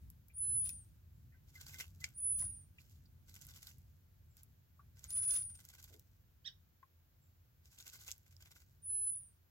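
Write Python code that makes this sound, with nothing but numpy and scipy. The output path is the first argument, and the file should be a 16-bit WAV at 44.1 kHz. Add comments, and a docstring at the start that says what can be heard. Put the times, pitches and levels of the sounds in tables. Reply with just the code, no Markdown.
"""At a shallow woodland pool drops, a thin, arched whistle and small splashes open; three more whistles follow.
From 1.5 s a sparrow's wingbeat bouts, slightly left, shape noise showers into spray and slosh.
Short noise ticks and decaying sines make drops and plops; a far bird slurs, a husky chirp comes at 6.4 s.
Trunks and leaves scatter the birds' calls as decaying noise echoes.
Throughout lie a low rumble of light wind, a distant wavering hum and a faint hiss."""
import sys
import numpy as np
from scipy import signal
from scipy.fft import rfft, irfft, next_fast_len
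from scipy.io import wavfile
from scipy.ndimage import map_coordinates

SR = 44100
rng = np.random.default_rng(int(sys.argv[2]) if len(sys.argv) > 2 else 0)


def master_out(mix):
    """Clip the mix to full scale and print it as 16-bit PCM to the path in sys.argv[1]."""
    frames = np.transpose(np.atleast_2d(mix))
    ceiling = np.clip(frames, -1, 1)
    pcm = np.round(ceiling * 32767).astype(np.int16)
    wavfile.write(sys.argv[1], SR, pcm)


N = 418950  # samples, 9.5 s

# Levels in the tables are nominal: the functions add the trims between the parts of a sound.
# Bouts of wingbeats, slower when bathing, quicker when shaking off:
# (first beat [s], last beat [s], rate [beats/s], spray at start [dB], middle [dB] and end [dB],
#  extra level of last beat [dB], nominal fade [s], slosh relative to spray [dB])
WINGBEAT_BOUTS = [(1.489, 1.799, 16, -71, -56, -59, 10, 0.027, -10.5),
                  (3.287, 3.627, 15, -65, -59, -61.5, 0.5, 0.029, -10),
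                  (4.982, 5.352, 16, -67, -55, -55.5, 4, .031, -8),
                  (5.504, 5.935, 21, -67.5, -60, -64, 0.5, 0.013, -7.5),
                  (7.655, 8.081, 14, -71, -56, -60.5, 9, .031, -10.5),
                  (8.417, 8.611, 21, -63, -63.5, -66, 0, 0.013, -6)]
# Further splashes, between and within the bouts:
# (time [s], spray level [dB], nominal fade [s], slosh relative to spray [dB])
EXTRA_SPLASHES = [(.666, -62, 0.026, -13), (.7, -63.5, .026, -9.5), (1.572, -69, 0.033, -11.5),
                  (1.7, -64, 0.035, -10), (2.008, -57, 0.01, -18), (2.046, -66, 0.049, -3.5),
                  (2.401, -56, 0.035, -15.5), (2.8, -72, 0.064, -13), (2.91, -71.5, 0.05, -23),
                  (3.671, -55.5, .018, -10), (3.697, -63, .025, -13), (4.379, -69.5, 0.036, -8.5),
                  (5.317, -50.5, 0.052, -17), (8.272, -71.5, .012, -4), (8.32, -68.5, .015, -9)]
BEAT_SCATTER_DB = 0.77  # no two beats of a bout are equally strong
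WING_LAG_S, WING_IMBALANCE_DB = .011, 1.5  # mean delay between the wings; spread of their strengths

# Water running off the feathers: level after a 0 dB stroke, dB gained per dB of stroke, fade time
PATTER_DB, PATTER_GROWS, PATTER_FADE_S = -45, 0.54, .22

# Single drops, loud and faint:
# (time [s], peak level [dB], ring pitch [Hz], fine treble relative to peak [dB], left over right [dB])
TIMED_DROPS = [(.1012, -54.5, 7660, 4, -1.5), (.2834, -65.5, 7500, 7.5, 2), (.6584, -51, 7600, 7.5, -1),
               (.6918, -36.5, 7800, -5.5, 3.5), (1.6112, -50, 7500, -9, -1.5),
               (1.7429, -45, 2060, -10, -0.5), (1.7923, -44, 6540, -8, 1), (1.8003, -39, 2090, -9, 1.5),
               (1.8084, -42, 2050, -8, 1.5), (2.0413, -27, 2240, -29.5, 2),
               (2.0444, -33.5, 4660, -24.5, -1), (2.0885, -57.5, 7700, -4, 0), (2.1814, -62, 7800, 5, -1),
               (2.3885, -44.5, 7180, 3, -2), (3.3418, -49.5, 7230, -6, -1.5), (3.3533, -47, 7200, -7, -2),
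               (3.4131, -48, 7600, -6.5, -2.5), (3.4502, -58, 7400, 4.5, -3), (3.4674, -53, 7400, 4, -1),
               (3.5379, -53, 3600, -10.5, 6), (3.6287, -48.5, 7250, -2.5, -.5),
               (3.6702, -45, 4200, -4.5, .5), (3.7828, -66, 7600, 7.5, -2), (4.3685, -54, 7850, -1, -1.5),
               (4.4323, -60, 7330, 8.5, -1.5), (4.9926, -51, 7670, -10, -1), (5.0412, -39.5, 6940, -11, -2),
               (5.1052, -38, 7440, -7.5, -1.5), (5.1881, -49, 5710, -13.5, 1),
               (5.3082, -31, 6000, -17, -2.5), (5.3654, -39.5, 3680, -14, 3), (5.5535, -54, 6600, -12, -3),
               (5.6506, -49, 7700, -2.5, -3), (5.688, -45.5, 6460, -8.5, -2.5),
               (5.8272, -48, 6800, -7, -1.5), (5.8411, -45.5, 7300, -5.5, 1), (5.9948, -53, 7470, -1, -0.5),
               (7.656, -55, 6000, -12, 1), (7.7867, -45.5, 7840, -12, -1.5),
               (7.8067, -45.5, 7010, -12, 0.5), (7.8251, -46.5, 5800, -17.5, -2.5),
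               (7.8785, -41.5, 7040, -12, -3), (7.8984, -46, 6500, -13, -1.5), (8.1064, -43, 3480, -8, 3.5),
               (8.115, -30, 7240, -14.5, -7.5), (8.1214, -39.5, 7550, -22.5, -1.5),
               (8.1794, -64, 7390, 7, -1), (8.3654, -49.5, 5300, -20, -10), (8.424, -51, 7300, -7, -1),
               (8.5155, -53, 7230, -4, -1), (8.5635, -57.5, 1520, -9, 0)]
DROP_TICK_DB, DROP_FINE_DB, DROP_RING_DB = -5.5, 4.5, -2  # trims of the three parts of a drop
DROP_RING_CYCLES, DROP_RISE_S = 3, .001  # cycles in which the ring fades; time from touch to peak

# Drops thrown up by the strokes: longest flight, then peak over the stroke's spray, its spread, treble
FALLBACK_S, FALLBACK_DB, FALLBACK_SPREAD_DB, FALLBACK_TREBLE_DB = 0.087, 2, 2, -4
FALLBACK_LOSS_DB = 14.5  # lost over the longest flight: the drops that fly longest are the smallest
FALLBACK_HZ, FALLBACK_PAN_DB = 6000, 3.5  # central pitch; how widely they land

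# Slaps and gulps of water: (time [s], level [dB], pitch [Hz], width [Hz], fade [s])
WATER_SLAPS = [(0.298, -62.5, 2390, 412, 0.015), (0.649, -55.5, 3540, 2400, 0.026),
               (0.658, -57, 2620, 400, .008), (0.691, -59, 2620, 450, 0.0063),
               (1.32, -69.5, 1940, 400, 0.042), (1.567, -62, 1590, 220, 0.042),
               (1.801, -42, 2700, 1296, 0.014), (2.043, -43, 2750, 1500, 0.0034),
               (2.416, -59, 1503, 1120, 0.028), (2.784, -50, 2510, 493, 0.0057),
               (3.056, -62.5, 4470, 900, 0.0057), (4.795, -62, 1300, 540, 0.014),
               (5.902, -64.5, 407, 340, 0.04), (5.942, -60.5, 330, 220, 0.025),
               (6.828, -58, 1346, 1100, 0.0057)]
# Short decaying sine tones: (time [s], level [dB], pitch [Hz], 60 dB decay [s], swell [s])
PLOP_TONES = [(0.694, -45, 2550, 0.03, 0.0016), (1.344, -60.5, 1552, 0.069, 0.0044),
              (1.553, -35, 2060, 0.061, 0.02), (1.733, -47, 2085, 0.11, 0.0098),
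              (1.74, -55, 1535, .1, .004), (1.803, -46.5, 2070, 0.077, 0.0046),
              (1.804, -46, 1530, 0.037, 0.0034), (2.015, -44.5, 2026, 0.066, 0.0098),
              (2.418, -54.5, 2028, 0.05, 0.0022), (2.421, -51, 1033, 0.028, 0.0018),
              (2.43, -59, 697, 0.07, 0.0025), (4.793, -48, 1157, 0.047, 0.003),
              (6.828, -45.5, 1067, 0.04, 0.0037)]

# Spectral shapes of the splash and tick noise, relative only: (frequency [Hz], density [dB/Hz])
SPRAY_SPECTRUM = [(1200, -31), (2400, -17), (3200, -3.5), (4500, 1.5), (7500, 5.5), (9000, -8.5),
                  (12000, 4.5), (15800, -3)]
SLOSH_SPECTRUM = [(200, -9.5), (600, -10.5), (1100, -7.5), (1400, -3), (1540, 6), (1720, -8), (2100, 1),
                  (2500, -1.5), (3200, -4.5), (6000, -33.5)]
TICK_SPECTRUM = [(600, -44), (1200, -31.5), (2300, -9), (3500, -3), (7500, 5), (9000, -12.5),
                 (16000, -27.5)]
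FINE_TICK_SPECTRUM = [(1000, -62.5), (4000, -28.5), (8000, -12), (12000, 2.5), (15800, -3)]

# Arched whistles: (time [s], length [s], top pitch [Hz], share of the pitch lost by the end [1],
#  power of time in that fall [1], mean level [dB], left over right [dB], fade [dB/s])
ARCHED_WHISTLES = [(.333, 0.52, 10060, 0.19, 4.4, -39, -1, 113),
                   (2.138, .53, 9977, .14, 3.55, -40.5, -2.5, 127),
                   (5.073, .54, 9962, .185, 4.6, -38.5, 0.3, 127),
                   (8.818, 0.52, 10100, 0.2, 5.04, -41, -1.5, 158)]
WHISTLE_ATTACK_S, WHISTLE_HOLD_SHARE = 0.11, 0.54  # the hold share is where the fade begins
WHISTLE_SCOOP, WHISTLE_SCOOP_S = 0.12, .027  # share of pitch it starts under the top; time to close in

CHIRP_S, CHIRP_LENGTH_S, CHIRP_DB = 6.443, 0.05, -45
CHIRP_LOW_HZ, CHIRP_TOP_HZ = 1506, 1942  # nominal pitch at both ends and at the crest
CHIRP_ECHO_S, CHIRP_ECHO_DB = .0105, -10  # a nearby trunk returns it
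# The throat that shapes the chirp: (frequency [Hz], relative level [dB])
THROAT_SPECTRUM = [(1000, -41), (1600, -16), (1950, -15.5), (2350, -14.5), (3000, -6), (3650, 0),
                   (4000, -4.5), (4300, -8), (4900, -15), (5550, -7), (5900, -18), (6300, -35), (7600, -29),
                   (8300, -41)]

# Thin falling notes of a far bird: (time [s], length [s], start pitch [Hz], end pitch [Hz], level [dB])
FAR_BIRD_NOTES = [(1.109, 0.068, 7700, 7030, -85.5), (4.269, 0.074, 7900, 6900, -78.5),
                  (7.189, 0.067, 7840, 6910, -78.5), (8.942, 0.12, 7800, 6300, -77.5)]
# Reverberation of the trees: (frequency [Hz], 60 dB decay [s])
WOODS_DECAY = [(200, 0.24), (2000, 0.35), (8000, 0.39), (16000, 0.22)]

# Course of the wind rumble: (time [s], level [dB])
RUMBLE_LEVEL = [(0.0, -64.5), (0.02, -54.5), (0.32, -64.5), (0.53, -52), (0.98, -62.5), (2.22, -59.5),
                (2.411, -55), (2.43, -51.5), (2.72, -64.5), (3.15, -60.5), (4.66, -66), (5.4, -58),
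                (5.66, -65.5), (6.64, -68.5), (6.9, -75.5), (6.98, -70), (9.229, -66.5), (9.5, -76)]
# Spectral shapes of the low rumble and the faint hiss, relative only: (frequency [Hz], density [dB/Hz])
RUMBLE_SPECTRUM = [(20, -41.5), (32, -22.5), (50, -3.5), (65, -2.5), (88, 2), (115, -5.5), (140, -7),
                   (200, -18.5), (300, -27.5), (500, -44), (1200, -51.5)]
HISS_SPECTRUM = [(100, 13), (400, 6.5), (800, 1.5), (1300, 0), (1550, 2.5), (1800, -1), (3000, -3),
                 (5000, -4.5), (7600, -5.5), (8600, -23), (10300, -9), (12000, -0.5), (15500, 2.5)]
# Left-right difference in the rumble: (frequency [Hz], relative level [dB])
RUMBLE_SIDE = [(70, -16.5), (140, -11.5), (300, -3.5)]

TOP_HZ = 16150  # band limit of the recorder


def bath():
    """The splashing, a little to the left of the microphones, with the bank close behind it."""
    beats = strokes()
    splash = wings(beats) + patter(beats) + drops(TIMED_DROPS + fallback(beats)) + slaps()
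    tones = plops()
    direct = splash + placed(tones, lead_ms=.135, pan_db=1.5)
    bank = amp(-9.0) * scatter(splash[0] + tones, t60=0.08)
    return direct + bank + amp(-30) * woods(splash[1])


def strokes():
    """Strokes as (s, spray dB, fade s, slosh dB): bouts beat evenly on one arc of effort, some end heavily."""
    rows = list(EXTRA_SPLASHES)
    for first, last, rate, start_db, middle_db, end_db, extra_db, fade, slosh_db in WINGBEAT_BOUTS:
        u = np.linspace(0, 1, round((last - first) * rate) + 1)
        arc = np.polyfit([0, .5, 1], [start_db, middle_db, end_db], 2)
        effort_db = np.polyval(arc, u) + extra_db * (u == 1)
        effort_db += BEAT_SCATTER_DB * rng.standard_normal(len(u))
        times = first + (last - first) * u
        rows += [(s, db, fade, slosh_db) for s, db in zip(times, effort_db)]
    return rows


def wings(beats):
    """Two wings hit just apart; each swells fast and fades: fine spray over the slosh of the water."""
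    t = np.arange(-SR // 10, SR // 4) / SR
    spray_power, slosh_power = np.zeros((2, N))
    for s, db, fade, slosh_db in beats:
        lag = WING_LAG_S * (.5 + rng.random())
        ages = t + np.array([[lag], [-lag]]) / 2
        weights = unit(amp(WING_IMBALANCE_DB * rng.standard_normal((2, 1))))
        # the rise is 2.8 times as fast as the fade
        decay = np.exp(-np.where(ages > 0, ages, -2.8 * ages) / (0.86 * fade))
        swell = np.linalg.norm(weights * decay, axis=0) * amp(-1.5)
        add(spray_power, s + t[0], (amp(db) * swell) ** 2)
        add(slosh_power, s + t[0], (amp(db + slosh_db) * swell) ** 2)
    shower = droplets(rate=2000, spread_db=4.2, mist_db=-8.5)
    spray = spread(coloured(shower, SPRAY_SPECTRUM), alike=0.12)
    slosh = spread(coloured(shower, SLOSH_SPECTRUM), alike=0.97)
    beads = fizz(rate=260, low_hz=2600, high_hz=8000, cycles=7, spread_db=5)
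    spray = amp(-1) * spray + amp(-7) * placed(beads, lead_ms=.155, pan_db=0)
    clumps = unit(amp(2 * wobble(330)))  # drops land in small clusters
    # rows are left and right: spray leans right, slosh leans left
    spray = amp([[0], [1.5]]) * np.sqrt(spray_power) * spray
    slosh = amp([[1.5], [0]]) * np.sqrt(slosh_power) * slosh
    return clumps * (spray + slosh)


def droplets(rate, spread_db, mist_db):
    """Three steady showers of tiny impacts of uneven size, over a mist too fine to resolve."""
    when, size, sign = rng.random((int(3 * rate * N / SR), 3)).T
    size = amp(-spread_db * np.log(np.maximum(1 - size, .02))) * np.sign(sign - .5)
    impacts = np.bincount((when * 3 * N).astype(int), size, 3 * N).reshape(3, N)
    return unit(impacts) + amp(mist_db) * rng.standard_normal((3, N))


def fizz(rate, low_hz, high_hz, cycles, spread_db):
    """A steady scatter of tiny bubbles, each ringing a few cycles at its own pitch, rms 1."""
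    when, pitch, size = rng.random((int(rate * N / SR), 3)).T
    k = np.arange(256)  # samples of one bubble
    pitch_hz = low_hz * (high_hz / low_hz) ** pitch
    turns = pitch_hz[:, None] * k / SR
    size = amp(-spread_db * np.log(np.maximum(1 - size, .05)))
    ring = np.sin(2 * np.pi * turns) * np.exp(-turns / cycles)
    grains = size[:, None] * ring * (1 - k / len(k))
    places = (when * N).astype(int)[:, None] + k
    return unit(np.bincount(places.ravel(), grains.ravel(), N)[:N])


def patter(beats):
    """Water drips from the feathers after each stroke: sparse, uneven ticks that outlast the bout."""
    t = np.arange(SR // 2) / SR
    fade = np.exp(-t / PATTER_FADE_S) * (1 - t / t[-1])
    power = np.zeros(N)
    for s, db, _, _ in beats:
        add(power, s, (amp(PATTER_DB + PATTER_GROWS * db) * fade) ** 2)
    ticks = coloured(droplets(rate=170, spread_db=4.5, mist_db=-14), SPRAY_SPECTRUM)
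    return np.sqrt(power) * spread(ticks, alike=.5)


def fallback(beats):
    """Each stroke throws up one drop that lands a moment later; rows have the columns of TIMED_DROPS."""
    flights = rng.random(len(beats))
    chances = rng.standard_normal((len(beats), 3))
    rows = []
    for (s, db, _, _), flight, (size, pitch, place) in zip(beats, flights, chances):
        peak_db = db + FALLBACK_DB - FALLBACK_LOSS_DB * flight + FALLBACK_SPREAD_DB * size
        hz = FALLBACK_HZ * (1 + 0.42 * np.tanh(pitch))
        rows.append((s + FALLBACK_S * flight, peak_db, hz, FALLBACK_TREBLE_DB, FALLBACK_PAN_DB * place))
    return rows


def drops(rows):
    """A drop striking water ticks for about a millisecond, with fine treble, and rings at its own pitch and place."""
    t = np.arange(-SR // 200, SR // 50) / SR
    out = np.zeros((2, N))
    age = np.where(t > 0, t, -3 * t)  # rises three times as fast as it fades
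    shape = np.exp(-age / .0008) + .07 * np.exp(-age / .005)
    for s, db, hz, treble_db, pan_db in rows:
        sides = amp(np.array([[1], [-1]]) * pan_db / 2)
        sides = amp(db) * sides / sides.mean()
        parts = ((DROP_TICK_DB, TICK_SPECTRUM), (treble_db + DROP_FINE_DB, FINE_TICK_SPECTRUM))
        for level_db, spectrum in parts:
            tick = coloured(shape * rng.standard_normal((3, len(t))), spectrum)
            tick *= np.linalg.norm(shape) / np.linalg.norm(tick, axis=1, keepdims=True)
            add(out, s + DROP_RISE_S + t[0], sides * amp(level_db) * spread(tick, alike=0.39))
        ring = placed(plip(hz), lead_ms=0.11, pan_db=1)
        add(out, s + DROP_RISE_S / 2, sides * amp(DROP_RING_DB) * ring)
    return out


def plip(hz):
    """A drop closes a cavity that rings for a few cycles, peak 1; so small a source radiates no bass."""
    turns = hz * np.arange(SR // 50) / SR
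    ring = np.exp(-turns / DROP_RING_CYCLES) * np.sin(2 * np.pi * turns)
    band = signal.butter(3, [.75 * hz, min(2 * hz, 8400)], "bandpass", fs=SR, output="sos")
    ring = signal.sosfilt(band, ring)
    return ring / np.abs(ring).max()


def slaps():
    """A pocket of water opens and closes: a short, blunt, half-pitched sound from resonant noise."""
    t = np.arange(SR // 5) / SR
    hz = np.fft.rfftfreq(len(t), 1 / SR)
    out = np.zeros((3, N))
    for s, db, pitch_hz, width_hz, fade in WATER_SLAPS:
        resonance = 1 / (1 + (2 * (hz - pitch_hz) / width_hz) ** 2)
        bass_cut = hz ** 2 / (hz ** 2 + (pitch_hz / 2) ** 2)
        shape = np.exp(-t / fade) * (1 - np.exp(-10 * t / fade))
        ring = irfft(rfft(rng.standard_normal((3, len(t)))) * resonance * bass_cut) * shape
        ring *= np.linalg.norm(shape) / np.linalg.norm(ring, axis=1, keepdims=True)
        add(out, s, amp(db - 3.5) * ring)
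    return spread(out, alike=0.85)


def plops():
    """Each tone rings at one slightly unsteady pitch, swelling and then dying away."""
    t = np.arange(SR // 6) / SR
    out = np.zeros(N)
    for s, db, hz, t60, swell in PLOP_TONES:
        drift = .022 * np.cumsum(rng.standard_normal(len(t)))  # phase in radians
        envelope = amp(-60 * t / t60) * (1 - np.exp(-t / swell))
        add(out, s, amp(db) * envelope * np.sin(2 * np.pi * hz * t + drift))
    return out


def whistles():
    """A pure tone rises, holds and sinks ever faster; its echoes beat against it wherever it glides."""
    out = np.zeros((2, N))
    for s, length, top_hz, sag, power, db, pan_db, fade_db in ARCHED_WHISTLES:
        u = np.linspace(0, 1, int(length * SR))
        scoop = WHISTLE_SCOOP * np.exp(-u * length / WHISTLE_SCOOP_S)
        hz = top_hz * (1 - scoop - sag * u ** power + .0007 * wobble(45, size=len(u)))
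        attack = np.minimum(u * length / WHISTLE_ATTACK_S, 1) ** 1.29
        release = amp(-fade_db * length * np.maximum(u - WHISTLE_HOLD_SHARE, 0))
        release *= np.minimum((1 - u) / 0.12, 1)
        tremor = amp(.7 * wobble(130, size=len(u)))
        tone = attack * release * tremor * np.sin(2 * np.pi * np.cumsum(hz) / SR)
        tone = np.pad(tone, (0, SR // 4))  # room for the echoes
        heard = tone + amp(-9) * scatter(tone, t60=0.22) + amp(-16) * woods(tone)
        heard /= np.sqrt(np.sum(heard ** 2, axis=1, keepdims=True) / len(u))
        add(out, s, amp(db) * placed(heard, lead_ms=-0.014, pan_db=pan_db))
    return out


def chirp():
    """A husky note from the right rises and falls in pitch; its echo beats on the glide as a fine warble."""
    t = np.arange(SR // 3) / SR
    u = np.clip(t / CHIRP_LENGTH_S, 0, 1)
    hz = CHIRP_LOW_HZ + (CHIRP_TOP_HZ - CHIRP_LOW_HZ) * np.sin(np.pi * u) ** 2
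    hz = hz * (1 + .016 * wobble(600, size=len(t)))
    phase = 2 * np.pi * np.cumsum(hz) / SR
    voice = unit(sum(np.sin(k * phase) for k in range(1, 5)))
    husk = amp(-7) * rng.standard_normal(len(t))
    quaver = amp(2.6 * wobble(330, size=len(t)))
    swell = np.abs(np.sin(np.pi * u ** 1.47)) ** 0.75
    note = coloured((voice + husk) * swell * quaver, THROAT_SPECTRUM)
    note *= amp(CHIRP_DB) * np.sqrt(np.mean(swell ** 2))
    direct = placed(note, lead_ms=-.27, pan_db=-9) * amp(-1.5)
    out = np.zeros((2, N))
    add(out, CHIRP_S, direct + amp(-7) * scatter(note, t60=.16) + amp(-29) * woods(note))
    add(out, CHIRP_S + CHIRP_ECHO_S, amp(CHIRP_ECHO_DB) * direct)
    return out


def far_bird():
    """Faint downward slurs of pure tone, blurred by the trees."""
    out = np.zeros(N)
    for s, length, start_hz, end_hz, db in FAR_BIRD_NOTES:
        u = np.linspace(0, 1, int(length * SR))
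        hz = start_hz + (end_hz - start_hz) * u
        add(out, s, amp(db) * np.sin(np.pi * u) * np.sin(2 * np.pi * np.cumsum(hz) / SR))
    return woods(out)


def air():
    """Wind rumble, most alike on both sides in the deep bass, a wavering far hum and an even hiss."""
    level = amp(np.interp(clock(), *np.transpose(RUMBLE_LEVEL)) + 1.2 * wobble(8.2))
    mid, side = coloured(rng.standard_normal((2, N)), RUMBLE_SPECTRUM)
    side = filtered(side, lambda hz: amp(along(RUMBLE_SIDE, hz)))
    rumble = amp(-0.5) * np.array([mid + side, mid - side])
    waver = .9 * wobble(5)  # phase in radians
    hum = amp(-72.5 + 1.2 * wobble(2.3)) * np.sin(2 * np.pi * 86 * clock() + waver)
    hiss = amp(-74.5) * coloured(rng.standard_normal((2, N)), HISS_SPECTRUM)
    return level * rumble + hum + hiss


def scatter(x, t60):
    """Dense early echoes from the surroundings: decaying noise, different on each side."""
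    t = np.arange(SR // 6) / SR
    echoes = rng.standard_normal((2, len(t))) * amp(-60 * t / t60)
    echoes /= np.linalg.norm(echoes, axis=1, keepdims=True)
    return signal.oaconvolve(x[None], echoes, axes=1)[:, :len(x)]


def woods(x):
    """The diffuse answer of the trees: noise that dies away at its own speed in each band."""
    hz, t, z = signal.stft(rng.standard_normal((2, SR // 3)), SR, nperseg=256)
    decay = amp(-60 * t / along(WOODS_DECAY, hz)[:, None])
    tail = signal.istft(z * decay, SR, nperseg=256)[1]
    return signal.oaconvolve(x[None], tail / np.linalg.norm(tail[0]), axes=1)[:, :len(x)]


def placed(x, lead_ms, pan_db):
    """Mono to stereo: the left side hears it earlier and louder by these amounts."""
    side = np.array([[1], [-1]]) / 2
    lead_s = side * lead_ms / 10 ** 3
    return amp(side * pan_db) * filtered(x, lambda hz: np.exp(2j * np.pi * hz * lead_s))


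def spread(three, alike):
    """One shared sound, arriving left first, and one of each side's own, mixed to the given likeness."""
    alike = np.clip(alike, 0, 1)
    shared = placed(three[0], lead_ms=0.16, pan_db=-0.5)
    return np.sqrt(alike) * shared + np.sqrt(1 - alike) * three[1:]


def amp(db):
    """Decibels to gain."""
    return 10 ** (np.asarray(db) / 20)


def unit(x):
    """Scaled to rms 1."""
    return x / np.sqrt(np.mean(x ** 2) + 1e-20)


def clock():
    """The time of every sample in seconds."""
    return np.arange(N) / SR


def along(points, hz):
    """Values between (Hz, value) points on a log frequency axis."""
    f, v = np.transpose(points)
    return np.interp(np.log(hz + 1), np.log(f), v)


def filtered(x, response):
    """x times a complex response of frequency."""
    n = x.shape[-1]
    m = next_fast_len(n + SR // 10, True)
    return irfft(rfft(x, m) * response(np.fft.rfftfreq(m, 1 / SR)), m)[..., :n]


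def coloured(x, spectrum):
    """x shaped by the given spectrum, at rms 1."""
    return unit(filtered(x, lambda hz: amp(along(spectrum, hz))))


def wobble(rate, size=N):
    """A smooth random curve, rate knots a second."""
    coarse = np.arange(0, size + 16, 16)
    knots = rng.standard_normal(int(size * rate / SR) + 4)
    curve = map_coordinates(knots, [coarse * rate / SR])
    return np.interp(np.arange(size), coarse, curve)


def add(track, s, sound):
    """Mix a sound into a track at time s."""
    part = track[..., max(round(s * SR), 0):][..., :sound.shape[-1]]
    part += sound[..., :part.shape[-1]]


def scene():
    """Pool, birds and air together."""
    return bath() + whistles() + chirp() + far_bird() + air()


def record(dry):
    """The recorder keeps nothing above its band limit."""
    return filtered(dry, lambda hz: hz < TOP_HZ)


dry = scene()
out = record(dry)
master_out(out)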